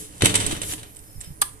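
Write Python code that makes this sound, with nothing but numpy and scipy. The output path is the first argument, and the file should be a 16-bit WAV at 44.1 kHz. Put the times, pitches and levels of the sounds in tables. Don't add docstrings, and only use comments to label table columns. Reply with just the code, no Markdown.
import sys
import numpy as np
from scipy import signal
from scipy.fft import rfft, irfft
from scipy.io import wavfile
from scipy.ndimage import uniform_filter1d

SR = 44100
rng = np.random.default_rng(int(sys.argv[2]) if len(sys.argv) > 2 else 0)


def pcm_store(signal):
    levels = np.round(np.clip(np.atleast_2d(signal), -1, 1) * 32767)
    wavfile.write(sys.argv[1], SR, levels.astype(np.int16).T)


N = 70560
T = np.arange(N) / SR
LEFT_LAG_S = 0.0004

# start in seconds, bright level in dB, case level in dB, decay in seconds,
# left over right in dB.
LATCH_CLACKS = [(0.181, -42, -62, 0.0036, -7), (0.2081, -37, -24.5, 0.0081, 3),
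                (0.2204, -14, -12, 0.0045, 4.5), (0.246, -17.5, -21.5, 0.011, 0),
                (0.256, -8, -18, 0.0038, 7), (0.2583, -7, -14.5, 0.0017, -3),
                (0.2666, -23, -19.5, 0.0051, -1), (0.294, -29, -25, 0.012, 18),
                (0.341, -21.5, -21.5, 0.017, 4), (0.351, -26, -31.5, 0.0064, -12),
                (0.354, -13, -22, 0.0092, 1.5), (0.4, -24, -28, 0.028, 1.5),
                (0.464, -19.5, -46, 0.0027, -6), (0.4649, -18.5, -30, 0.0052, -4),
                (0.51, -24.5, -26.5, 0.0081, -1.5), (0.521, -24, -30, 0.0022, 3),
                (0.565, -32, -33, 0.0068, 3), (0.6165, -22.5, -30.5, 0.0086, -3.5),
                (0.632, -36, -31, 0.0093, 13), (0.735, -28, -28, 0.0049, -9),
                (0.780, -49, -41.5, 0.025, -12), (0.831, -36.5, -36.5, 0.0049, -2)]
# start in seconds, level in dB.
THUMB_TICKS = [(0.948, -41), (0.961, -39), (0.967, -35.5), (0.991, -37.5), (1.038, -42.5), (1.206, -33.5),
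               (1.211, -26), (1.218, -42), (1.244, -34)]
# start in seconds, bright level in dB, case level in dB.
BOLT_HITS = [(1.4132, -31, -33), (1.4157, -7.5, -33), (1.4173, -9, -26.5), (1.4194, -6, -23),
             (1.4223, -13, -23.5), (1.4265, -17, -33.5)]
# centre in seconds, push in dB, Gaussian width in seconds, sign.
FRAME_PUSHES = [(0.2251, -15, 0.00062, -1), (0.2322, -11, 0.00088, 1), (0.2364, -4.5, 0.00043, -1),
                (0.2415, -7, 0.00079, 1), (0.2441, -13, .001, -1)]
# start in seconds, level in dB, decay in seconds.
HAND_BUMPS = [(0.434, -24.5, 0.035), (0.520, -25.5, 0.0088), (1.150, -33.5, 0.019), (1.171, -38.5, 0.044),
              (1.267, -34, 0.022), (1.302, -33, 0.012), (1.413, -49, 0.065)]
DOOR_KNOCKS = [(0.306, -26.5, 0.02), (0.356, -35, 0.0081), (0.508, -42, 0.005), (0.523, -21.5, 0.0064)]

# frequency in Hz, relative level in dB, T60 in seconds.
LOCK_CASE_MODES = [(965, -28.5, 0.12), (1926, -21, 0.1), (2670, -17, 0.13), (3077, -5, 0.023),
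                   (3240, -18.5, 0.023), (3830, -21, 0.043), (4526, -13, 0.084), (5812, -17, 0.073)]
BOLT_MODES = [(1012, -50, 0.35), (1209, -21, 0.058), (1373, -33, 0.055), (1680, -23.5, 0.041),
              (2060, -43, 0.063), (3200, -32, 0.063), (7843, -36, .04), (8300, -38, .04),
              (9350, -44, 0.035), (8960, -25, 0.035), (9100, -31, 0.033), (10200, -44, 0.041),
              (10665, -45, .045)]
DOOR_MODES = [(104.6, -32, 0.72), (179.9, -25.5, 0.66), (211, -35, .25), (285.4, -35, 0.78),
              (353.3, -23, 0.22), (438, -34.5, 1.0), (465, -26.5, 0.27), (570, -35, 0.39)]
# frequency in Hz, gain in dB, width in Hz.
PANEL_RESONANCES = [(106.4, -9, 36), (315.3, -10, 15.5), (378, -21.5, 6.7), (428, -9, 22.5)]

# time in seconds, wood drive in dB, case drive in dB.
SHAKE_LEVELS = [(0, -43, -50), (.09, -53, -58), (.205, -47, -54), (.245, -27, -25.5), (.32, -37.5, -38.5),
                (.39, -33.5, -34), (.53, -37.5, -35.5), (.595, -40, -43.5), (.67, -42.5, -49),
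                (.725, -43, -34), (.77, -47, -71), (.85, -51, -51), (.92, -54.5, -64.5),
                (1.18, -59.5, -68.5), (1.24, -58.5, -51.5), (1.38, -54, -79), (1.6, -57.5, -69)]
# time in seconds, scrape level in dB, fizz level in dB.
SLIDE_LEVELS = [(0, -37, -39), (.035, -39.5, -53), (.10, -51.5, -72), (.21, -46.5, -73), (.26, -19, -53),
                (.325, -72, -60), (.42, -39.5, -64), (.53, -35.5, -47), (.605, -55, -52), (.64, -38.5, -37),
                (.665, -34, -40.5), (.73, -30.5, -34), (.77, -64, -59), (.87, -57, -59), (1.24, -56.5, -52),
                (1.6, -63, -82)]
# time in seconds, level in dB.
WHISTLE_LEVELS = [(0, -75), (.98, -74), (1.12, -57), (1.2, -62), (1.28, -54), (1.40, -86), (1.6, -80)]
# time in seconds, centre in Hz, level in dB.
HISS_TRACK = [(.75, 10000, -75), (.85, 11270, -57), (0.899, 11750, -55), (.98, 12300, -60),
              (1.2, 12400, -61), (1.312, 11900, -58.5), (1.40, 10030, -58), (1.482, 9110, -52.5),
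              (1.58, 7540, -68.5)]

# frequency in Hz, relative density in dB.
CLACK_SPECTRUM = [(300, -39), (5000, -10.5), (6800, -8), (7700, 1.5), (8600, 7.5), (10200, -2.5),
                  (11800, -14.5), (14500, -36)]
CASE_SPECTRUM = [(100, -14), (450, -3.5), (1300, -5), (2100, -2), (2600, -3.5), (3080, -4), (3400, 1),
                 (3800, 0.5), (4900, -15), (5800, -6), (7500, -11.5), (14000, -40)]
SNAP_SPECTRUM = [(300, -50), (5000, -13.5), (7200, -14), (8000, -4.5), (9100, 1), (10000, -1.5),
                 (11000, -2), (11800, -9.5), (14000, -13)]
SNAP_CASE_SPECTRUM = [(100, -34), (260, -11), (520, -16), (850, -1), (1250, -2), (2000, -5.5), (2700, -3.5),
                      (3300, -0.5), (4800, -4), (7000, -18), (14000, -35)]
WOOD_SPECTRUM = [(20, -7.5), (55, -6.5), (80, -7.5), (105, 1), (135, -6), (175, -2.5), (240, -13.5),
                 (290, -2.5), (390, -26.5), (440, -11.5), (700, -19), (2000, -32)]
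SCRAPE_SPECTRUM = [(300, -53), (4000, -15.5), (6500, -6.5), (8800, 0.5), (10200, 0), (12000, -14),
                   (14500, -13.5)]
FIZZ_SPECTRUM = [(300, -44), (8000, -14), (10500, 6), (12500, -5), (14200, -6)]
PALM_SPECTRUM = [(20, 0.5), (60, -0.5), (130, -2), (210, -11.5), (330, -29.5), (1000, -65)]
KNOCK_SPECTRUM = [(40, -24), (150, 6), (260, 6), (350, 8), (400, -18), (450, -13), (590, 1), (800, -18),
                  (2500, -25)]
RUMBLE_SPECTRUM = [(20, 3.5), (60, 4.5), (120, -2), (200, -14.5), (400, -15), (800, -15.5), (2000, -20),
                   (4500, -48.5), (14000, -66)]
HISS_SPECTRUM = [(3000, -21), (6000, -12), (8000, -16), (9400, 4.5), (10500, -17), (12000, -5),
                 (14000, -13)]

# frequency in Hz, T60 in seconds.
ROOM_DECAY = [(100, 0.58), (500, 0.38), (2000, 0.31), (9000, 0.3), (14000, 0.35)]
# frequency in Hz, left over right in dB before normalising.
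MIC_BALANCE = [(30, -11), (100, -1), (350, 1.5), (700, 0.5), (1250, -2.5), (2300, -1.5), (4300, 1.5),
               (6000, -1.5), (7800, -6), (9500, -13), (11000, 6.5), (13500, 0.5)]


def latch(tick_decay_s=0.0039, tick_case_db=-15.5, tick_pan_db=-0.5):
    ticks = [(s, db, db + tick_case_db, tick_decay_s, tick_pan_db) for s, db in THUMB_TICKS]
    hits = LATCH_CLACKS + ticks
    bright_env = sum(amp(db) * burst(s, decay_s) * pan(pan_db) for s, db, _, decay_s, pan_db in hits)
    case_env = sum(amp(db) * burst(s, decay_s) for s, _, db, decay_s, _ in hits)
    case = lock_case(case_env * grit(grain_db=2, shared=0.39))
    bright = colour(bright_env * grit(grain_db=0.5, shared=0.39), CLACK_SPECTRUM)
    return room(bright + case * pan(db=4), wet_db=-9)


def lock_case(contacts):
    rings = sum(amp(db) * resonance(contacts, hz, width_hz=np.log(1000) / np.pi / t60_s)
                for hz, db, t60_s in LOCK_CASE_MODES)
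    return amp(-1) * colour(contacts, CASE_SPECTRUM) + amp(-5) * rings


def bolt_snap(lag_s=0.000136):
    bright_env = sum(amp(db) * burst(s, decay_s=0.0015, rise_s=0.0001) for s, db, _ in BOLT_HITS)
    case_env = sum(amp(db) * burst(s, decay_s=0.0037) for s, _, db in BOLT_HITS)
    bright = colour(bright_env * grit(grain_db=1.5, shared=0.61, lag_s=lag_s), SNAP_SPECTRUM)
    case = colour(case_env * grit(grain_db=1.5, shared=0.24, lag_s=lag_s), SNAP_CASE_SPECTRUM)
    bolt = mic_pair(ring(BOLT_MODES, start_s=1.4197), lag_s)
    return room((bright + case + bolt) * pan(db=0.5), wet_db=-12.5)


def door_thud(highpass_hz=30.4):
    push = sum(sign * amp(db) * np.exp(-0.5 * ((T - s) / width_s) ** 2)
               for s, db, width_s, sign in FRAME_PUSHES)
    push = signal.lfilter(*signal.butter(1, highpass_hz, "high", fs=SR), push)
    panel = ring(DOOR_MODES, start_s=0.237)
    return room(mic_pair(push + panel, LEFT_LAG_S), wet_db=-25)


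def door_shake():
    drive = level(SHAKE_LEVELS, column=1) * grit(grain_db=3.5, shared=0.93)
    hum = sum(amp(db) * resonance(drive, hz, width_hz) for hz, db, width_hz in PANEL_RESONANCES)
    rattle = lock_case(level(SHAKE_LEVELS, column=2) * grit(grain_db=2.5, shared=0.44))
    return colour(drive, WOOD_SPECTRUM) + hum + room(rattle, wet_db=-8.5)


def metal_slide():
    scrape = colour(level(SLIDE_LEVELS, column=1) * grit(grain_db=1.5, shared=0.43), SCRAPE_SPECTRUM)
    fizz = colour(level(SLIDE_LEVELS, column=2) * grit(grain_db=1.5, shared=0.23), FIZZ_SPECTRUM)
    return room((scrape + fizz) * pan(db=4), wet_db=-5)


def hand_bumps():
    return colour(soft_bursts(HAND_BUMPS) * grit(grain_db=4, shared=0.6), PALM_SPECTRUM)


def door_knocks():
    return colour(soft_bursts(DOOR_KNOCKS) * grit(grain_db=0, shared=0.83), KNOCK_SPECTRUM) * pan(db=1)


def whistle(centre_hz=5256, stage_width_hz=47):
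    noise = rng.standard_normal((2, N))
    for _ in range(2):
        noise = resonance(noise, centre_hz, stage_width_hz)
    return level(WHISTLE_LEVELS) * unit(noise)


def room_rumble():
    return amp(-50.5) * colour(grit(grain_db=2, shared=0.64), RUMBLE_SPECTRUM) * pan(db=1)


def drifting_hiss(width_hz=1400):
    times_s, centres_hz, _ = np.transpose(HISS_TRACK)
    carrier = np.exp(2j * np.pi * np.cumsum(np.interp(T, times_s, centres_hz)) / SR)
    noise = rng.standard_normal((2, N)) + 1j * rng.standard_normal((2, N))
    baseband = signal.lfilter(*signal.butter(2, width_hz / 2, fs=SR), noise)
    return level(HISS_TRACK, column=2) * unit((baseband * carrier).real) * pan(db=-14)


def steady_hiss():
    return amp(-61.5) * colour(grit(grain_db=5, shared=0.1), HISS_SPECTRUM) * pan(db=-15.5)


def room(x, wet_db, onset_s=0.0027):
    hz, t, noise = signal.stft(rng.standard_normal((2, SR)), SR, nperseg=256)
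    decay = amp(-60 * t / at_hz(ROOM_DECAY, hz)[:, None])
    tail = signal.istft(noise * decay * np.minimum(t / onset_s, 1), SR, nperseg=256)[1]
    return x + amp(wet_db) * signal.fftconvolve(x, tail / np.linalg.norm(tail[0]), axes=1)[:, :N]


def grit(grain_db, shared, lag_s=LEFT_LAG_S):
    common, left, right, spread = rng.standard_normal((4, N))
    size = amp(grain_db * unit(uniform_filter1d(spread, 40)))
    alike = np.sqrt(shared) * mic_pair(common * size, lag_s)
    apart = np.sqrt(1 - shared) * np.array([left, right]) * size
    return unit(alike + apart)


def burst(start_s, decay_s, rise_s=0.00026):
    t = np.maximum(T - start_s, 0)
    return (1 - np.exp(-t / rise_s)) * np.exp(-t / decay_s)


def soft_bursts(hits):
    return sum(amp(db) * burst(s, decay_s, rise_s=0.0014) for s, db, decay_s in hits)


def ring(modes, start_s):
    t = np.maximum(T - start_s, 0)
    return sum(amp(db - 60 * t / t60_s) * np.sin(2 * np.pi * hz * t) for hz, db, t60_s in modes)


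def resonance(x, hz, width_hz):
    return unit_energy_filter(x, np.exp(-np.pi * width_hz * T) * np.sin(2 * np.pi * hz * T))


def colour(x, spectrum):
    log_gain = np.log(amp(at_hz(spectrum, abs(np.fft.fftfreq(4096, 1 / SR)))))
    response = np.exp(np.conj(signal.hilbert(log_gain)))
    return unit_energy_filter(x, np.fft.ifft(response).real[:2048])


def unit_energy_filter(x, taps):
    return signal.fftconvolve(x, taps[None] / np.linalg.norm(taps), axes=1)[:, :N]


def mic_pair(x, lag_s):
    return np.array([np.interp(T - lag_s, T, x), x])


def pan(db):
    return amp(np.array([[db / 2], [-db / 2]]))


def level(curve, column=1):
    rows = np.array(curve)
    return amp(np.interp(T, rows[:, 0], rows[:, column]))


def at_hz(curve, hz):
    knots_hz, values = np.transpose(curve)
    return np.interp(np.log(hz + 1), np.log(knots_hz + 1), values)


def amp(db):
    return 10 ** (np.asarray(db) / 20)


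def unit(x):
    return x / np.sqrt(np.mean(x ** 2) + 1e-20)


def scene():
    door = latch() + bolt_snap() + door_thud() + door_shake() + metal_slide()
    door += hand_bumps() + door_knocks()
    return door + whistle() + room_rumble() + drifting_hiss() + steady_hiss()


def record(dry):
    balance_db = at_hz(MIC_BALANCE, np.fft.rfftfreq(2 * N, 1 / SR))
    gains = amp(np.array([balance_db, -balance_db]) / 2)
    gains /= np.sqrt(np.mean(gains ** 2, axis=0))
    heard = irfft(rfft(dry, 2 * N) * gains)[:, :N]
    clipped = np.clip(heard, -0.88, 0.88)
    lowpass = signal.firwin(401, cutoff=14350, window=("kaiser", 8), fs=SR)
    return signal.oaconvolve(clipped, lowpass[None], "same")


dry = scene()
out = record(dry)
pcm_store(out)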